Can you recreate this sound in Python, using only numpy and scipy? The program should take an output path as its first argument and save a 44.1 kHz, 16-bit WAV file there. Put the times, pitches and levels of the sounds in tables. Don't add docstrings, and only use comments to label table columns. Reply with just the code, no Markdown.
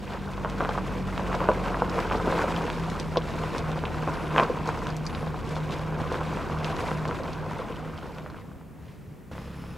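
import sys
import numpy as np
from scipy import signal
from scipy.fft import rfft, irfft, next_fast_len
from scipy.io import wavfile
from scipy.ndimage import uniform_filter1d

SR = 44100
rng = np.random.default_rng(int(sys.argv[2]) if len(sys.argv) > 2 else 0)


def wrap_up_sound(samples):
    columns = np.atleast_2d(samples).T
    tamed = np.clip(columns, -1, 1)
    steps = np.round(tamed * 32767).astype(np.int16)
    wavfile.write(sys.argv[1], SR, steps)


N = 430857
T = np.arange(N) / SR
TAP_HZ = np.fft.rfftfreq(1024, 1 / SR)


# time_s (values glide between rows), crunch_db, grit_db
GRAVEL_LEVELS = [(0, -44, -53), (.55, -36, -50.5), (1.05, -37.5, -49.5), (1.35, -33, -48.5),
                 (1.9, -32.5, -48), (2.35, -29.5, -45), (2.8, -35.5, -47), (3.7, -36, -48.5),
                 (4.5, -34, -50), (5.05, -38.5, -50.5), (5.9, -37.5, -51), (6.7, -34, -48.5),
                 (7.1, -35.5, -49), (7.5, -37, -53.5), (8, -41.5, -56.5), (8.38, -49, -61),
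                 (8.56, -59, -71), (8.75, -65, -76.5), (8.85, -58, -62), (9.27, -74, -74)]
# (relative, per Hz)
CRUNCH_SPECTRUM = [(100, -17.5), (230, 0), (380, 0), (490, 4), (580, -2), (730, -1), (830, -3.5),
                   (1000, 1.5), (1150, -3.5), (1580, -6.5), (1760, -17.5), (2500, -16.5), (4000, -32.5),
                   (9000, -50)]
# (relative, per Hz)
GRIT_SPECTRUM = [(700, -34.5), (1800, 7), (2700, 2.5), (4000, -2.5), (6000, -8.5), (8000, -12.5),
                 (9900, -19), (10700, -17), (12500, -24), (16000, -28)]


def gravel(grit_trim_db=1.5, crunch_clump_db=1.13, grit_clump_db=1.5, lurch_db=0.88):
    clumps = crumbles(per_s=55, fade_s=.012)
    grit_clumps = evened(clumps + wander(per_s=50))
    lurch = lurch_db * wander(per_s=9)
    crunch_swell, grit_swell = swells_and_lulls() + lurch
    crunch = grains(CRUNCH_SPECTRUM, per_s=1300, spread_db=2.9, low_hz=380, high_hz=3000,
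                    focus_db=16, bed=.5, ring_q=12)
    grit = grains(GRIT_SPECTRUM, per_s=1300, spread_db=3.0, low_hz=1700, high_hz=10000,
                  focus_db=16, bed=.55, smooth_hz=8000, ring_q=40, count=40)
    crunch *= gain_of(curve(GRAVEL_LEVELS) + crunch_swell + crunch_clump_db * clumps)
    grit_level_db = curve(GRAVEL_LEVELS, column=2) + grit_swell + grit_trim_db
    grit *= gain_of(grit_level_db + grit_clump_db * grit_clumps)
    return crunch + grit


# middle_s, length_s, crunch_swell_db, grit_swell_db
GRAVEL_SWELLS = [(0.146, 0.12, 6.5, 1.5), (0.626, .14, 3, 1.5), (1.43, 0.11, 4.5, -1.5),
                 (1.594, .08, -2.5, -1), (1.67, 0.097, 4.5, 1), (1.792, .08, 1, 1), (1.994, .07, 3, 1.5),
                 (2.116, 0.062, 4, 1), (2.228, 0.055, -2.5, -2), (2.39, 0.056, 2, 2), (3.563, 0.11, 2.5, 3),
                 (3.7, 0.16, 6.5, 2), (4.39, 0.19, 6, 6), (4.676, 0.09, 4.5, 3.5), (5.543, 0.22, 3.5, 5),
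                 (5.723, 0.088, 2, 6), (5.931, .2, 1.5, -4), (6.172, 0.26, 2, 1), (6.807, 0.16, 0, 4.5),
                 (7.1, 0.14, 3.5, 0.5), (8.21, 0.13, 0, 3)]


def swells_and_lulls():
    swells = np.zeros((2, N))
    for middle_s, length_s, crunch_db, grit_db in GRAVEL_SWELLS:
        bump = np.cos(np.pi * np.clip((T - middle_s) / length_s, -.5, .5)) ** 2
        swells += np.outer([crunch_db, grit_db], bump)
    return swells


def crumbles(per_s, fade_s):
    slips = rng.uniform(0.37, 1, N) * (rng.random(N) < per_s / SR)
    energy = signal.lfilter([1], [1, -np.exp(-1 / (fade_s * SR))], slips)
    level = np.sqrt(energy)
    return evened(level - level.mean())


# start_s, peak_db, brightness_hz, dullness_db (lost an octave above the brightness),
# ring_db (before trim)
KNOCKS = [(.379, -23, 1000, 12, -41), (0.4484, -13, 950, 5, -40), (.4587, -17, 800, 13, -46),
          (.602, -21, 950, 10, -40), (0.6068, -11, 1000, 6, -34), (0.6114, -16.5, 1030, 8, -35),
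          (0.6258, -19, 800, 10, -40), (0.6494, -15.5, 1030, 4, -38), (0.6563, -17, 1450, 16, -42),
          (.692, -13, 990, 9, -35), (.7783, -12.5, 1150, 20, -34), (.785, -16.5, 1100, 16, -34),
          (1.1786, -18, 1500, 3, -46), (1.1963, -18.5, 1100, 10, -39.5), (1.3292, -15.5, 1327, 7, -43),
          (1.3446, -15, 870, 4, -42), (1.4056, -17, 980, 4, -27.5), (1.489, -4, 800, 7.5, -15.5),
          (1.4948, -11, 665, 11, -22), (1.5024, -17, 800, 5, -24), (1.516, -17, 900, 6, -24),
          (1.662, -27, 699, 6, -25), (1.745, -15.5, 1200, 9, -28), (1.7715, -18, 1000, 8, -33),
          (1.8216, -6.5, 790, 12, -22), (1.9828, -15.5, 793, 6, -36), (1.9904, -15, 1100, 12, -31),
          (2.1005, -21, 2190, 8, -44), (2.1127, -14, 1090, 6, -27), (2.1225, -14, 1100, 6, -33),
          (2.1522, -12.5, 680, 8, -25), (2.2005, -15, 1100, 12, -32), (2.274, -13, 600, 6, -24),
          (2.3256, -13, 942, 8, -31), (2.3933, -12.5, 1000, 8, -29), (2.441, -14, 600, 10, -25),
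          (2.5234, -19, 1200, 4, -40), (2.611, -18, 1000, 8, -35), (2.6799, -21, 1100, 6, -38),
          (2.7015, -16.5, 1987, 3, -43), (3.1597, -20, 960, 5, -23), (3.1714, -12, 430, 6.5, -13),
          (3.55, -19, 1100, 4, -38), (3.8388, -16.5, 1000, 11, -35), (4.0768, -15, 950, 13, -25),
          (4.087, -19, 1000, 13, -27), (4.3626, -10.5, 1347, 8, -37), (4.3775, -16, 1300, 5, -40),
          (4.3815, -6, 1750, 9, -27), (4.3897, -10, 1260, 4, -21), (4.3986, -6.5, 990, 3.5, -24),
          (4.4075, -17, 1000, 9, -32), (4.4135, -15, 700, 7, -34), (4.421, -15, 1100, 10, -26),
          (4.4285, -19, 890, 9, -22), (4.4336, -18, 1100, 5, -35), (4.498, -32, 480, 9, -15),
          (4.6785, -21, 600, 9, -30), (4.6905, -11.5, 990, 10, -42), (4.8694, -23, 1597, 2.5, -46),
          (5.15, -23, 1960, 5, -41), (5.2294, -23, 1000, 10, -40), (5.2699, -21.5, 625, 5, -28),
          (5.344, -21.5, 1100, 14, -35), (5.5663, -19.5, 1100, 9, -38), (5.9252, -24, 1000, 8, -42),
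          (6.1185, -17, 786, 6, -29), (6.1442, -17.5, 1170, 6, -41), (6.208, -21, 1100, 10, -37),
          (6.2142, -19, 1000, 13, -38), (6.3723, -21, 1100, 7, -39), (6.4995, -23, 1000, 8, -36),
          (6.792, -20, 1000, 7, -33), (6.9159, -17, 1150, 7, -44), (7.0545, -18, 1210, 6, -45),
          (7.092, -19, 750, 7, -32), (7.1116, -17, 1470, 9, -31), (7.199, -34, 587, 7, -25),
          (7.4641, -27, 800, 4, -31), (7.5946, -29, 550, 3, -24), (7.6997, -26, 700, 10, -29),
          (8.0568, -32, 1100, 10, -48), (8.1846, -30, 2202, 4, -58), (8.2628, -24, 1390, 17, -50),
          (8.301, -31, 960, 9, -50), (8.3451, -28, 1000, 11, -52), (8.387, -35, 1100, 9, -53),
          (8.517, -35.5, 900, 10, -58), (8.6127, -36.5, 1200, 14, -59), (8.788, -45, 950, 12, -60),
          (9.315, -31, 650, 8, -39), (9.353, -33, 950, 6, -42), (9.381, -28.5, 1700, 8, -43),
          (9.513, -43, 1200, 6, -52), (9.64, -33, 1100, 4, -46), (9.6942, -35, 1000, 10, -50)]
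# pitch_hz, level_db (relative)
KNOCK_SPECTRUM = [(150, -5), (480, 5), (1550, 0.5), (1800, -7), (3300, -5.5), (3900, -11), (12000, -26.5)]
# pitch_hz (before random detuning), level_db (relative), t60_s
TYRE_MODES = [(240, -11.5, 0.063), (350, -7, 0.04), (495, 1, 0.053), (618, -8, 0.03), (1030, -2, 0.083),
              (1570, -15, 0.024)]


def pops_and_knocks(ring_trim_db=3, low_loss_db=3, rattle_db=-9, reach_db=13, ring_rise_s=0.0013,
                    rattle_hz=2400, glance_db=2.0):
    snaps, rings, t = np.zeros(N), np.zeros(N), np.arange(SR // 8) / SR
    mode_hz, mode_db, t60_s = np.transpose(TYRE_MODES)[:, :, None]
    ring_rise = 1 - np.exp(-t / ring_rise_s)
    for start_s, peak_db, bright_hz, dull_db, ring_db in KNOCKS:
        away = octaves(bright_hz)
        loss_db = np.minimum(np.where(away < 0, low_loss_db, dull_db) * away ** 2, 50)
        snap = click(read(KNOCK_SPECTRUM, TAP_HZ) + facets(depth_db=3) - loss_db)
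        snap *= gain_of(peak_db) * rng.choice([-1, 1]) / abs(snap).max()
        add(snaps, start_s - np.argmax(abs(snap)) / SR, snap)
        slope_db = np.where(mode_hz > bright_hz, reach_db, glance_db)
        struck_db = mode_db - slope_db * abs(np.log2(mode_hz / bright_hz))
        detuned_hz = mode_hz * (1 + 0.037 * rng.standard_normal(mode_hz.shape))
        decay = gain_of(ring_db + ring_trim_db + struck_db - 60 * t / t60_s)
        ring = (decay * np.sin(2 * np.pi * detuned_hz * t)).sum(0)
        add(rings, start_s, ring_rise * ring)
    rattle = shaped(scatter(snaps, t60_s=0.14), 1 / np.hypot(1, (TAP_HZ / rattle_hz) ** 2))
    return snaps + rings + gain_of(rattle_db) * rattle


# start_s, peak_db (before trim), brightness_hz,
# narrowness_db (lost an octave away)
CHIP_TICKS = [(0.077, -33, 2600, 20), (.1347, -30, 2960, 22), (.3358, -34, 2900, 14),
              (0.499, -27.5, 3300, 5), (.5812, -35, 4200, 20), (.6919, -24, 3390, 15),
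              (1.179, -31, 4000, 9), (1.35, -24.5, 3780, 14), (1.4418, -28, 2800, 15),
              (1.8965, -26.5, 4700, 22), (2.003, -29, 4500, 12), (2.133, -32, 3800, 14),
              (2.166, -31, 4000, 12), (2.3176, -26, 3000, 12), (2.3878, -23, 3000, 11),
              (2.5633, -22, 2900, 20), (2.6665, -26, 2700, 18), (2.9005, -23.5, 3903, 7),
              (2.999, -17, 4040, 9), (3.1717, -13.5, 3450, 18), (3.1744, -27, 3900, 22),
              (3.2202, -29, 2900, 18), (3.582, -19, 3900, 6), (3.59, -28, 4500, 9), (3.717, -27, 3700, 10),
              (3.7904, -27, 2900, 16), (3.854, -18.5, 2540, 22), (3.944, -35, 4000, 13),
              (3.9834, -33, 3540, 13), (4.3826, -17, 2500, 30), (4.39, -24, 2290, 26),
              (4.399, -18, 2390, 26), (4.4342, -24, 3400, 26), (4.588, -30, 2700, 20),
              (4.658, -32, 4500, 9), (4.675, -24, 4400, 10), (4.6905, -29, 4800, 7), (4.8695, -25, 3520, 8),
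              (4.8901, -30, 3300, 13), (4.9034, -29, 4590, 12), (4.9667, -24.5, 6000, 8),
              (5.054, -33, 5200, 18), (5.066, -19, 4990, 25), (5.1503, -25.5, 3700, 36),
              (5.492, -30, 5000, 8), (5.5563, -27, 3600, 10), (5.567, -28, 3400, 10), (5.708, -29, 3800, 8),
              (5.722, -28, 3800, 10), (5.7942, -32, 2900, 16), (6.0757, -33, 2900, 16),
              (6.1245, -28, 4000, 8), (6.365, -35, 4800, 10), (6.5875, -31, 3500, 13),
              (6.6453, -16, 2900, 8.5), (6.657, -34, 6000, 35), (6.7255, -30, 2800, 16),
              (6.7661, -26.5, 4096, 13), (6.806, -27, 4100, 9), (7.054, -31, 3800, 12),
              (7.0785, -28, 4500, 12), (7.085, -30, 4200, 10), (7.2346, -32, 4700, 26),
              (7.332, -27.5, 3690, 16), (7.5853, -34, 3500, 4), (7.6025, -37, 3300, 13),
              (7.7241, -32, 2700, 20), (7.7598, -34, 3000, 16), (7.9776, -31.5, 3200, 16),
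              (8.0301, -36.5, 3000, 16), (8.148, -41, 4400, 20), (8.301, -39, 4200, 20),
              (8.3802, -42, 2900, 16), (8.8834, -49, 3190, 12)]


def chips(trim_db=-2.2, skitter_db=-4, ring_db=3, top_hz=9500):
    ticks = np.zeros(N)
    top_loss_db = 10 * np.log10(1 + (TAP_HZ / top_hz) ** 4)
    for start_s, peak_db, bright_hz, narrow_db in CHIP_TICKS:
        loss_db = np.minimum(narrow_db * octaves(bright_hz) ** 2, 40)
        tick = click(facets(depth_db=3) + ringing(bright_hz, ring_db, q=5.2) - top_loss_db - loss_db)
        add(ticks, start_s, gain_of(peak_db + trim_db) * tick / abs(tick).max())
    return ticks + gain_of(skitter_db) * scatter(ticks, t60_s=0.044)


# time_s (values glide between rows), firing_hz
FIRING_RATE = [(0, 49.3), (.6, 48.38), (1, 46.6), (1.9, 44.6), (2.2, 42.95), (3.1, 39.8), (3.6, 38.94),
               (4.2, 38.45), (5.2, 38.33), (6.1, 38.64), (6.9, 38.28), (7.6, 38.5), (8.3, 39.23)]
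# time_s (values glide between rows), effort_db
ENGINE_EFFORT = [(0, -8), (.45, -1), (1.1, 0.5), (4.5, 0), (7.1, -1), (7.85, -8), (8.3, -11.5), (8.7, -17),
                 (9.25, -18.5)]
# pitch_hz, level_db
EXHAUST_RESPONSE = [(38, -44), (42, -37), (47, -35), (78, -42.5), (93, -42), (118, -49.5), (140, -40),
                    (155, -34), (170, -34.5), (195, -35)]
# start_s, swell_db (steps are smoothed)
BOOM_BEATS = [(1.77, -0.5), (2.12, -0.5), (2.44, 0), (2.68, -1), (2.98, -1), (3.3, -1.5), (3.55, -1.5),
              (3.88, -.5), (4.19, 0), (4.5, -1.5), (4.78, -1.5), (5.14, -1), (5.41, 0.5), (5.75, 0.5),
              (6.12, -1.5), (6.44, 0), (6.8, 0), (7.22, -0.5), (7.66, 0), (8.07, -1), (8.4, -1)]
# time_s (values glide between rows), share (of the boom's amplitude)
NEIGHBOUR_SHARE = [(1.7, 0), (2.3, .5), (3.2, .8), (8.1, .85), (8.5, 0)]


def engine(uneven_db=0.8, stumble_rad=0.12):
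    firing_hz = curve(FIRING_RATE) * (1 + 0.0025 * wander(per_s=8))
    turn = 2 * np.pi * np.cumsum(firing_hz) / SR
    tones = []
    for k in range(1, 5):
        level = gain_of(read(EXHAUST_RESPONSE, k * firing_hz) + uneven_db * wander(per_s=14))
        phase = k * turn + stumble_rad * wander(per_s=49) + rng.uniform(0, 2 * np.pi)
        tones.append(level * np.exp(1j * phase))
    starts, swell_db = np.transpose(BOOM_BEATS)
    beat = np.interp(T, starts, np.arange(len(starts)))
    boom_swell_db = uniform_filter1d(swell_db[beat.astype(int)], size=2000)
    beating = 1 - curve(NEIGHBOUR_SHARE) * np.exp(2j * np.pi * beat)
    tones[-1] *= gain_of(boom_swell_db) * beating
    return gain_of(curve(ENGINE_EFFORT)) * sum(tones).imag


# (relative, per Hz)
RUMBLE_SPECTRUM = [(20, -48), (42, -6), (70, 0), (105, -2), (155, -2.5), (200, -1.5), (270, -8), (400, -11),
                   (900, -23.5), (3000, -71)]


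def rumble(full_effort_db=-37, follow=0.57, side_db=-6):
    sides = gain_of(side_db) * noise(RUMBLE_SPECTRUM) * np.array([[1], [-1]])
    level_db = full_effort_db + follow * curve(ENGINE_EFFORT)
    return gain_of(level_db) * (noise(RUMBLE_SPECTRUM) + sides)


# start_s, peak_db (of the envelope), pitch_hz
RUT_THUMPS = [(8.882, -39, 135), (9.072, -37, 115), (9.113, -37, 136.2)]


def thumps(swell_s=0.0061):
    out, t = np.zeros(N), np.arange(SR // 8) / SR
    envelope = t / swell_s * np.exp(1 - t / swell_s)
    for start_s, peak_db, pitch_hz in RUT_THUMPS:
        add(out, start_s, gain_of(peak_db) * envelope * np.sin(2 * np.pi * pitch_hz * t))
    return out


# multiple (of the firing rate), peak_db (before a slight wander)
IDLE_TONES = [(1, -50.5), (2, -43), (3, -46), (4, -43), (5, -43.5), (6, -57), (9, -56)]
# (relative, per Hz)
CLATTER_SPECTRUM = [(25, -26), (70, -18), (130, -6), (175, -5), (225, 0), (270, -6), (390, -9.5),
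                    (490, -6.5), (700, -16), (1050, -13), (1800, -19.5), (3000, -23.5), (5200, -31.5),
                    (9000, -40), (15500, -45)]


def idle(start_s=9.312, firing_hz=34.9, clatter_db=-45.5, extra_db=4, settle_s=0.11, beat=0.11):
    turn = 2 * np.pi * np.cumsum(firing_hz * (1 + 0.0041 * wander(per_s=20))) / SR
    tones = np.zeros(N)
    for k, peak_db in IDLE_TONES:
        tones += gain_of(peak_db + wander(per_s=12)) * np.cos(k * turn + rng.uniform(0, np.pi))
    clatter = grains(CLATTER_SPECTRUM, per_s=2000, spread_db=2.5, low_hz=400, high_hz=5000,
                     focus_db=4, bed=1)
    settling = np.exp(-np.maximum(T - start_s, 0) / settle_s)
    clatter *= gain_of(clatter_db + extra_db * settling) * (1 + beat * np.cos(turn))
    gate = np.clip((T - start_s) / 0.003, 0, 1)
    return tones * gate, clatter * gate


# start_s, end_s, pitch_hz, width_hz (twice the rms pitch wander), level_db (rms)
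THIN_WHINES = [(4.121, 4.311, 10700, 700, -67), (5.029, 5.25, 10850, 70, -66.5),
               (6.679, 7.0, 10750, 700, -69), (9.33, 9.5, 10853, 17, -73), (9.517, 9.767, 10853, 14.8, -70),
               (9.36, 9.5, 5200, 190, -69), (9.55, 9.77, 5211, 190, -68.5)]


def whines(fade_s=0.027):
    out = np.zeros(N)
    for start_s, end_s, pitch_hz, width_hz, level_db in THIN_WHINES:
        wavering_hz = pitch_hz + width_hz / 2 * wander(per_s=600)
        tone = np.sqrt(2) * np.sin(2 * np.pi * np.cumsum(wavering_hz) / SR)
        fade = np.clip(np.minimum(T - start_s, end_s - T) / fade_s, 0, 1)
        out += gain_of(level_db) * tone * fade
    return out


# (relative, per Hz)
AIR_SPECTRUM = [(20, -40), (45, -18), (140, -3), (260, -8), (500, -24), (1100, -19), (2000, -24),
                (4000, -37), (8000, -37), (15800, -38)]


def air(level_db=-54, side_db=-10):
    sides = gain_of(side_db) * noise(AIR_SPECTRUM) * np.array([[1], [-1]])
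    return gain_of(level_db) * (noise(AIR_SPECTRUM) + sides)


# pitch_hz, side_db (against mid, before each layer's trim)
SIDE_LEVELS = [(100, -17), (300, -15), (500, -20), (1300, -20), (1900, -12), (3000, -21), (5500, -7),
               (8000, -43), (14000, -83)]


def widened(x, side_trim_db):
    size = next_fast_len(N)
    side_db = read(SIDE_LEVELS, np.fft.rfftfreq(size, 1 / SR)) + side_trim_db
    side = irfft(rfft(scatter(x, t60_s=0.026), size) * gain_of(side_db), size)[:N]
    return np.array([x + side, x - side])


def scatter(x, t60_s):
    t = np.arange(SR // 4) / SR
    tails = rng.standard_normal((4, len(t))) * gain_of(-60 * t / t60_s) * (1 - np.exp(-t / .002))
    out = np.zeros(N)
    for k, tail in enumerate(tails):
        share = np.cos(np.pi * (3 * T + k / 4)) / np.sqrt(2)
        out += signal.oaconvolve(x * share, tail / np.linalg.norm(tail))[:N]
    return out


def grains(colour, per_s, spread_db, low_hz, high_hz, focus_db, bed, smooth_hz=6000, ring_q=8, count=24):
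    centres = low_hz * (high_hz / low_hz) ** np.linspace(0, 1, count)
    bands = []
    for hz in centres:
        resonance_db = facets(depth_db=4) + ringing(hz, ring_db=12, q=ring_q)
        bands.append(resonance_db - focus_db * np.minimum(octaves(hz) ** 2, 2))
    bands = np.array(bands)
    bands -= 10 * np.log10((gain_of(bands) ** 2).sum(0))
    blow = gain_of(spread_db * np.minimum(rng.exponential(1, N), 3.5)) * rng.choice([-1, 1], N)
    force = blow * (rng.random(N) < per_s / SR)
    size_index, stones = rng.integers(0, count, N), np.zeros(N)
    for k, band in enumerate(bands):
        db = read(colour, TAP_HZ) + band
        impact = click(db) * np.linalg.norm(gain_of(db))
        stones += signal.oaconvolve(force * (size_index == k), impact)[:N]
    tiny = bed + (TAP_HZ / smooth_hz) ** 2
    stones = shaped(evened(stones), 1 / np.hypot(1, tiny))
    return evened(stones + shaped(noise(colour), tiny / np.hypot(1, tiny)))


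def facets(depth_db, count=44):
    knots = np.linspace(np.log(200), np.log(SR / 2), count)
    return depth_db * np.interp(np.log(TAP_HZ + 1), knots, rng.standard_normal(count))


def ringing(centre_hz, ring_db, q):
    detune = 2 * q * (TAP_HZ / centre_hz - 1)
    return 10 * np.log10(1 + gain_of(ring_db) ** 2 / (1 + detune ** 2))


def click(db):
    log_gain = np.log(gain_of(np.maximum(db - db.max(), -80)))
    circle = np.concatenate([log_gain, log_gain[-2:0:-1]])
    taps = np.fft.ifft(np.exp(signal.hilbert(circle).conj())).real
    return taps / np.linalg.norm(taps)


def octaves(centre_hz):
    return np.log2((TAP_HZ + 1) / centre_hz)


def shaped(x, gain):
    size = next_fast_len(N)
    return irfft(rfft(x, size) * np.interp(np.fft.rfftfreq(size, 1 / SR), TAP_HZ, gain), size)[:N]


def noise(colour):
    size = next_fast_len(N)
    gain = gain_of(read(colour, np.fft.rfftfreq(size, 1 / SR)))
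    return evened(irfft(rfft(rng.standard_normal(size)) * gain, size)[:N])


def wander(per_s):
    knots = np.random.default_rng(rng.integers(2 ** 31)).standard_normal(N // 16)
    return evened(np.interp(T * per_s, np.arange(len(knots)), knots))


def gain_of(db):
    return 10 ** (np.asarray(db) / 20)


def evened(x):
    return x / np.sqrt(np.mean(x ** 2) + 1e-20)


def curve(rows, column=1):
    rows = np.asarray(rows)
    return np.interp(T, rows[:, 0], rows[:, column])


def read(points, hz):
    f, value = np.transpose(points)
    return np.interp(np.log(hz + 1), np.log(f + 1), value)


def add(mix, start_s, sound):
    part = mix[max(round(start_s * SR), 0):][:len(sound)]
    part += sound[:len(part)]


def scene():
    idle_tones, clatter = idle()
    stones = widened(gravel() + chips() + clatter, side_trim_db=-0.5)
    knocking = widened(pops_and_knocks(), side_trim_db=-7.0)
    return stones + knocking + engine() + rumble() + thumps() + idle_tones + whines() + air()


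def record(dry, edge_hz=15850):
    lowpass = signal.firwin(511, edge_hz, window=("kaiser", 9), fs=SR)
    return signal.oaconvolve(dry, lowpass[None], "same")


dry = scene()
out = record(dry)
wrap_up_sound(out)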